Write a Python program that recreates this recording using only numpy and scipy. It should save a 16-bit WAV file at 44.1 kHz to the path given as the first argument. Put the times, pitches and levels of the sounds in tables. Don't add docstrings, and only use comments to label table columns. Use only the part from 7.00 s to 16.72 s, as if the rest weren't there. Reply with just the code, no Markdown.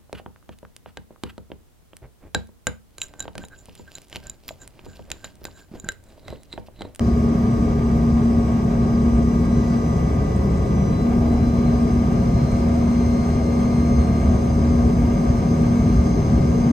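import sys
import numpy as np
from scipy import signal
from scipy.fft import rfft, irfft, next_fast_len
from scipy.io import wavfile
from scipy.ndimage import uniform_filter1d

SR = 44100
rng = np.random.default_rng(int(sys.argv[2]) if len(sys.argv) > 2 else 0)


def wav_record(signal):
    frames = np.transpose(np.atleast_2d(signal))
    bounded = np.clip(frames, -1, 1)
    quanta = np.round(bounded * 32767).astype(np.int16)
    wavfile.write(sys.argv[1], SR, quanta)


N = 428640

# (time [s], speed [Hz])
CORE_SPEED = [(0, 233), (1.8, 233.15), (2.2, 234.45), (3.5, 234.74), (3.85, 235), (4.25, 237.15),
              (5, 237.37), (5.5, 237.8), (6.2, 238.02), (9.7, 238.13)]


def from_db(db):
    return 10 ** (np.asarray(db) / 20)


def in_time(rows):
    time_s, *columns = np.transpose(rows)
    return [np.interp(np.arange(N) / SR, time_s, column) for column in columns]


def at_hz(rows, hz):
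    points_hz, *columns = np.transpose(rows)
    return [np.interp(np.log(hz + 1e-9), np.log(points_hz), column) for column in columns]


def bump(x, centre, width):
    return np.exp2(-np.minimum((2 * (x - centre) / width) ** 2, 20))


def drift(rate_hz):
    step = 40
    pole = np.exp(-2 * np.pi * rate_hz * step / SR)
    white = rng.standard_normal(N // step + 2002)
    slow = signal.lfilter([1], [1, -2 * pole, pole * pole], white)[2000:]
    return np.interp(np.arange(N) / step, np.arange(len(slow)), slow / slow.std())


def panned(pan_db):
    gains = from_db([[pan_db / 2], [-pan_db / 2]])
    return gains / np.sqrt(np.mean(gains ** 2))


def tone(hz, level_db, unsteady, flutter_rate, pan_db, lead, ahead=0):
    turn = 2 * np.pi * np.cumsum(hz * np.ones(N)) / SR + ahead
    turn = turn + np.array([[lead / 2], [-lead / 2]])
    share = np.clip(unsteady, 0, 1)
    in_phase = np.sqrt(2 * (1 - share ** 2)) + share * drift(flutter_rate)
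    across = share * drift(flutter_rate)
    return from_db(level_db) * panned(pan_db) * (in_phase * np.cos(turn) + across * np.sin(turn))


def shaft_speed(rows):
    inertia_s = .2
    return uniform_filter1d(in_time(rows)[0], int(inertia_s * SR), mode="nearest")


def spool(start_hz, first_hz, second_hz, lag_s):
    pushes_s, shape = (1.8, 3.78), 1.3
    t = np.arange(N) / SR
    first, second = (1 - np.exp(-(np.maximum(t - s, 0) / lag_s) ** shape) for s in pushes_s)
    return start_hz + first_hz * first + second_hz * second


def trim_ticks():
    # (time [s], noise level at onset before the high-pass [dB])
    ticks = [(1.0212, -53), (1.3799, -49), (5.7954, -54)]
    decay_s, low_cut_hz = 0.0012, 7000
    out, t = np.zeros(N), np.arange(SR // 50) / SR
    for s, db in ticks:
        start = int(s * SR)
        out[start:start + len(t)] += from_db(db) * rng.standard_normal(len(t)) * np.exp(-t / decay_s)
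    return signal.sosfilt(signal.butter(2, low_cut_hz, "high", fs=SR, output="sos"), out)


def trim_squeaks():
    # (time [s], level before the common trim_db [dB], resonance [Hz])
    squeaks = [(1.2344, -52, 7660), (1.5135, -50, 7520), (2.4523, -51, 8390), (2.6983, -49, 8210),
               (3.3577, -44, 8250), (5.5122, -45, 8270), (6.6268, -52, 8400)]
    width_hz, rise_s, trim_db = 300, 0.005, -7
    out, t = np.zeros(N), np.arange(SR // 10) / SR
    envelope = t / rise_s * np.exp(1 - t / rise_s)
    pole = np.exp(-np.pi * width_hz / SR)
    for s, db, hz in squeaks:
        resonance = [1, -2 * pole * np.cos(2 * np.pi * hz / SR), pole * pole]
        ring = signal.lfilter([1], resonance, rng.standard_normal(len(t)))
        start = int(s * SR)
        out[start:start + len(t)] += from_db(db + trim_db) * ring / ring.std() * envelope
    return out * panned(pan_db=-1.0)


def cabin_machines():
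    # (pitch [Hz], level [dB], unsteadiness [0-1], left-right [dB], left lead [rad])
    machines = [(416, -46, .5, 2.5, .4), (436, -48, .6, 2.5, .4), (1033, -57, .8, 0, 1),
                (1195, -51, .6, -1, 2.3), (1206, -42, .15, -2.5, 2.1), (1611, -62, .6, -.8, .2),
                (6100, -72, .7, 0, -.4), (6978, -77, .7, 0, 0)]
    # (time [s], pitch [Hz], level [dB])
    pump_curve = [(0, 1104, -46.5), (2.5, 1103, -47), (3.8, 1105, -49), (4.2, 1114, -60), (5.5, 1146, -57)]
    # (time [s], level [dB])
    blower_level = [(4.5, -32), (5.6, -37), (7.3, -35), (7.9, -26.5), (8.6, -26), (9.2, -32)]
    blower_hz = 163
    pump_hz, pump_db = in_time(pump_curve)
    blower_db, = in_time(blower_level)
    out = tone(pump_hz, pump_db, unsteady=0.25, flutter_rate=4, pan_db=2.5, lead=-1.2)
    out += tone(blower_hz, blower_db, unsteady=.45, flutter_rate=3, pan_db=.6, lead=.2)
    for hz, db, unsteady, pan_db, lead in machines:
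        out += tone(hz, db, unsteady, flutter_rate=2.9, pan_db=pan_db, lead=lead)
    return out


def twin_motors():
    # (mean pitch [Hz], spacing [Hz], time of one cancellation [s])
    motors = (200.2, .575, 1.02)
    hz, apart_hz, cancel_s = motors
    slip = 2 * np.pi * apart_hz * (np.arange(N) / SR - cancel_s)
    return sum(sign * tone(hz, level_db=-34.0, unsteady=0.13, flutter_rate=3.0, pan_db=-0.7, lead=.15,
                           ahead=sign * slip / 2) for sign in (1, -1))


def air_noise(spectrum, low_hz, high_hz):
    # (frequency [Hz], likeness [0-1], left lead [rad], left-right [dB])
    field = [(50, 0.997, 0.03, 0.3), (130, 0.986, 0.21, 1.0), (280, 0.937, 0.16, 1.7),
             (440, 0.865, 0.36, 3.2), (530, 0.401, 0.0, 2.7), (700, 0.798, 0.15, 3.3),
             (850, 0.185, -0.21, 0.9), (1000, 0.412, -2.42, -2.2), (1300, 0.464, -2.61, -0.3),
             (1750, .15, -.8, 2), (2220, .75, 0, 3.5), (2380, .25, .3, 3.5), (3250, .68, .85, -.7),
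             (3800, .15, 1, 1.5), (4050, .55, -.3, .7), (4400, .15, -.3, .5), (4800, .8, 0, 3),
             (5100, .1, 1, 5.5), (5550, .6, 2.3, 0), (5800, .15, 3, -2), (5950, .45, -1, .5),
             (6900, .68, .1, -.5), (7500, .1, 0, -.5), (8400, .35, -1, -3.5), (9200, .15, -2.6, -3.5),
             (11500, .8, .2, 0)]
    # (centre [Hz], width [Hz], gain [dB])
    ducts = [(608, 19, -2), (934, 32, 0), (1860, 70, 1.5), (2230, 60, 6), (2390, 80, 2.5), (2810, 66, 5),
             (3255, 70, 4), (4040, 310, 3.5), (4400, 150, -1.5), (4804, 180, 7), (4900, 70, 4.5),
             (5100, 130, 3.5), (5340, 90, 5), (5460, 70, -3), (5500, 70, 5.5), (5960, 130, 3),
             (6300, 110, 4.5), (8280, 890, 5.5)]
    size = next_fast_len(N)
    hz = np.arange(size // 2 + 1) * SR / size
    alike, lead, pan_db = at_hz(field, hz)
    alike = np.clip(alike, 0, 1)
    mid, side = rfft(rng.standard_normal((2, size)))
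    sign = np.array([[1], [-1]])
    pair = np.sqrt((1 + alike) / 2) * mid + sign * np.sqrt((1 - alike) / 2) * side
    pair = pair * np.exp(.5j * sign * lead) * from_db(sign * pan_db / 2)
    colour_db = at_hz(spectrum, hz)[0] + sum(db * bump(hz, centre, width) for centre, width, db in ducts)
    edges = (1 + (low_hz / (hz + 1)) ** 32) * (1 + (hz / high_hz) ** 32)
    return irfft(pair * from_db(colour_db) * np.sqrt(SR / 2 / edges), size)[:, :N]


def air_gain(thrust, level_db, rise_db, slow_db, flicker_db):
    return from_db(level_db + rise_db * thrust + slow_db * drift(0.39) + flicker_db * drift(13.6))


def waver_bands(x, patchy_db, size=512):
    cells = signal.stft(x, nperseg=size)[2]
    chance = uniform_filter1d(rng.standard_normal(cells.shape[1:]), size=9, axis=1)
    gain = from_db(patchy_db * chance / chance.std())
    return signal.istft(cells * gain / np.sqrt(np.mean(gain ** 2)), nperseg=size)[1][:, :N]


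def airflow(thrust):
    # (frequency [Hz], density [dB per Hz])
    rumble_spectrum = [(20, -78), (28, -63), (35, -49.5), (48, -44.5), (60, -37.5), (72, -41.5),
                       (90, -43.5), (128, -41), (185, -43.5), (270, -48.5), (345, -53.5), (400, -51),
                       (460, -56.5), (520, -64)]
    rush_spectrum = [(580, -64), (680, -58), (750, -61.5), (810, -68), (950, -66), (1250, -70),
                     (1420, -77.5), (1600, -73.5), (1780, -81), (2000, -78.5), (2300, -80.5), (2600, -84.5),
                     (3100, -87.5), (3700, -88)]
    hiss_spectrum = [(3800, -87), (4450, -90), (5300, -86), (6200, -86), (6700, -89.5), (7400, -91.5),
                     (8500, -92.5), (9450, -92.5), (10300, -110), (11500, -96.5), (12300, -94.5),
                     (13100, -97), (13900, -106), (15200, -110)]
    # (at low thrust [dB], rise to high thrust [dB], slow drift [dB], quick flicker [dB])
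    rumble_level = (-0.88, 1, 0.21, 0.44)
    rush_level = (-0.6, 1.36, 0.24, 0.7)
    hiss_level = (-1.35, 2, .25, .25)
    sizzle_level = (-5, 1.3, .3, .4)
    # (time [s], gain [dB])
    rumble_swell = [(0, -0.5), (2.2, .2), (3, -1), (3.9, 0.1), (4.6, 0), (5.5, -1), (7.2, -1.1), (8.6, -.1),
                    (9.7, 0.1)]
    swell_db, = in_time(rumble_swell)
    rumble = air_noise(rumble_spectrum, 25, 600) * air_gain(thrust, *rumble_level) * from_db(swell_db)
    rush = air_noise(rush_spectrum, 515, 3730) * air_gain(thrust, *rush_level)
    hiss = air_noise(hiss_spectrum, 3830, 7230) * air_gain(thrust, *hiss_level)
    sizzle = air_noise(hiss_spectrum, 7000, 16000) * air_gain(thrust, *sizzle_level)
    return rumble + rush + waver_bands(hiss + sizzle, patchy_db=2.5)


def band_swell(s, length_s, level_db, hz):
    width = .3
    out, start, count = np.zeros(N + SR), int(s * SR) - SR // 2, SR
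    band_hz = [hz * (1 - width / 2), hz * (1 + width / 2)]
    band = signal.butter(2, band_hz, "band", fs=SR, output="sos")
    shape = bump(np.arange(count) / SR, 0.485, length_s)
    burst = signal.sosfilt(band, rng.standard_normal(count)) * shape
    out[start:start + count] = from_db(level_db) * burst * np.sqrt(np.sum(shape ** 2) / np.sum(burst ** 2))
    return out[:N]


def noise_swells():
    # (time [s], level [dB], centre [Hz])
    swells = [(4.25, -35, 690), (4.35, -36, 690), (5.4, -19, 135), (6.1, -19.5, 72), (6.98, -20, 70),
              (7.3, -19.5, 70), (7.64, -20, 72), (8.35, -25, 45), (9.0, -18.5, 62), (9.38, -20, 58),
              (9.43, -20, 145)]
    # (time [s], length [s], level [dB], centre [Hz])
    rustle = (2.68, .25, -56, 4900)
    lumps = sum(band_swell(s, .1, db, hz) for s, db, hz in swells)
    return (lumps + band_swell(*rustle)) * panned(pan_db=0.3)


def engine_whistles():
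    # (time [s], level [dB])
    compressor_level = [(0, -72), (.7, -62), (1.1, -69), (1.9, -67), (2.4, -58.5), (2.9, -57), (3.9, -65),
                        (5, -64), (5.55, -56), (6, -68), (7.2, -70), (8.1, -58.5)]
    turbine_level = [(0, -66), (1.8, -66), (3.1, -63), (4.4, -70), (5.6, -63.5), (7.3, -63.5), (7.6, -73)]
    # (start [Hz], first rise [Hz], second rise [Hz], lag [s])
    turbine_spool = (8002, 85, 203, .8)
    compressor_blades = 26
    compressor_db, = in_time(compressor_level)
    turbine_db, = in_time(turbine_level)
    compressor_hz = compressor_blades * shaft_speed(CORE_SPEED)
    compressor = tone(compressor_hz, compressor_db, unsteady=0.28, flutter_rate=6, pan_db=-1.0, lead=-1.4)
    turbine = tone(spool(*turbine_spool), turbine_db, unsteady=0.63, flutter_rate=12, pan_db=-14, lead=-1)
    return compressor + turbine


def engine_cores(thrust):
    # (start [Hz], first change [Hz], second change [Hz], lag [s])
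    far_core_gap = (1.196, -1.196, -1.035, .7)
    # (time [s], level [dB])
    hum_level = [(0, -21.8), (1.2, -19.8), (2, -21.5), (2.75, -19.8), (3.05, -31), (3.7, -31), (4.1, -18.7),
                 (4.9, -22.4), (5.3, -24), (5.9, -20.8), (6.8, -21.7), (7.2, -24.5), (7.7, -21.8),
                 (9.3, -23.3), (9.7, -21.5)]
    gear_ratio, in_step_s = 2.302, 3.4
    shaft_hz = shaft_speed(CORE_SPEED)
    slip = 2 * np.pi * np.cumsum(spool(*far_core_gap)) / SR
    slip -= slip[int(in_step_s * SR)]
    hum_db, = in_time(hum_level)
    hum = tone(shaft_hz, hum_db, unsteady=0.04, flutter_rate=2.6, pan_db=0.9, lead=0.21)
    hum -= tone(shaft_hz, hum_db - 13.5, unsteady=0.04, flutter_rate=2.3, pan_db=0.5, lead=.2, ahead=slip)
    hum += tone(2 * shaft_hz, -56 + 10.5 * thrust, unsteady=0.7, flutter_rate=2.4, pan_db=5.0, lead=.3)
    gear_hz, gear_db = gear_ratio * shaft_hz, -41 + 4.3 * thrust
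    gear = tone(gear_hz, gear_db, unsteady=0.19, flutter_rate=2.7, pan_db=-1.0, lead=-1.7)
    gear += tone(gear_hz, gear_db - 7.0, unsteady=0.17, flutter_rate=3.7, pan_db=4.0, lead=-2.54,
                 ahead=gear_ratio * slip)
    gear += tone(2 * gear_hz, -48.5 + 3.5 * thrust, unsteady=0.37, flutter_rate=1.7, pan_db=1.5, lead=2.4)
    return hum + gear


def engine_fan(blade_hz, thrust):
    # (level at low thrust [dB], rise to high thrust [dB], share of the swell,
    # unsteadiness [0-1], flutter [per s], left-right [dB], left lead [rad])
    fan_harmonics = [(-61.3, 5.3, .7, .12, 7, 2.5, .89), (-70.5, 7.7, 1, .25, 7, 6, -.93),
                     (-65.5, 4, 0, .3, 8, -2, -.62), (-78, 15.5, .25, .3, 7, -9, -1.4)]
    # (centre [Hz], width [Hz], gain [dB])
    whine_peaks = [(1971, 30, 6), (2055, 34, -5), (3930, 26, 6), (3955, 24, -6), (3994, 26, 11),
                   (4032, 14, -7), (4064, 34, 7), (4102, 18, 5), (4133, 20, -14), (4163, 15, 6.5),
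                   (5930, 40, -5), (5962, 26, 12), (6048, 30, -10), (6150, 130, 3.5), (6255, 22, -10),
                   (6298, 44, 8), (8335, 60, -7)]
    # (time [s], gain [dB])
    fan_swell = [(1.8, 3), (5.4, 4), (5.7, 3), (6, 7.5), (6.5, 7), (6.8, 8.3), (7.1, 8.3), (7.35, -.5),
                 (8.0, -0.5), (8.5, 3)]
    # (time [s], level [dB])
    drone_level = [(0, -26), (2.3, -27), (5.2, -27), (5.8, -29), (6.5, -27), (7.1, -23), (7.8, -24.5),
                   (8.3, -38), (9.1, -30), (9.6, -34)]
    fan_blades = 28
    swell_db, = in_time(fan_swell)
    drone_db, = in_time(drone_level)
    shaft_hz = blade_hz / fan_blades
    sixth_db = -37.5 - 20 * thrust
    out = tone(shaft_hz, drone_db, unsteady=0.18, flutter_rate=2.7, pan_db=-0.5, lead=.1)
    out += tone(6 * shaft_hz, sixth_db, unsteady=0.35, flutter_rate=3, pan_db=3.5, lead=0.29)
    for k, (db, rise_db, share, unsteady, flutter_rate, pan_db, lead) in enumerate(fan_harmonics, 1):
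        hz = k * blade_hz
        flare_db = sum(peak_db * bump(hz, centre, width) for centre, width, peak_db in whine_peaks)
        level_db = db + rise_db * thrust + flare_db + swell_db * share
        out += tone(hz, level_db, unsteady, flutter_rate, pan_db, lead)
    return out


def scene():
    # (time [s], blade passing [Hz])
    fan_speed = [(0, 1940.7), (1.1, 1938), (1.8, 1940.3), (2.2, 1953.5), (2.7, 1966.6), (3.4, 1980),
                 (3.85, 1986), (4.4, 2032), (4.8, 2057.6), (5.2, 2076.3), (6.05, 2096.2), (6.7, 2100.9),
                 (8.6, 2102), (9.7, 2100)]
    blade_hz = shaft_speed(fan_speed)
    thrust = (blade_hz - blade_hz.min()) / np.ptp(blade_hz)
    cabin = trim_ticks() + trim_squeaks() + cabin_machines() + twin_motors()
    air = airflow(thrust) + noise_swells()
    engines = engine_whistles() + engine_cores(thrust) + engine_fan(blade_hz, thrust)
    return cabin + air + engines


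def record(dry):
    cutoff_hz = 15300
    eased = dry * signal.windows.tukey(N, .02 * SR / N)
    return signal.sosfilt(signal.ellip(10, .1, 80, cutoff_hz, fs=SR, output="sos"), eased)


dry = scene()
out = record(dry)
wav_record(out)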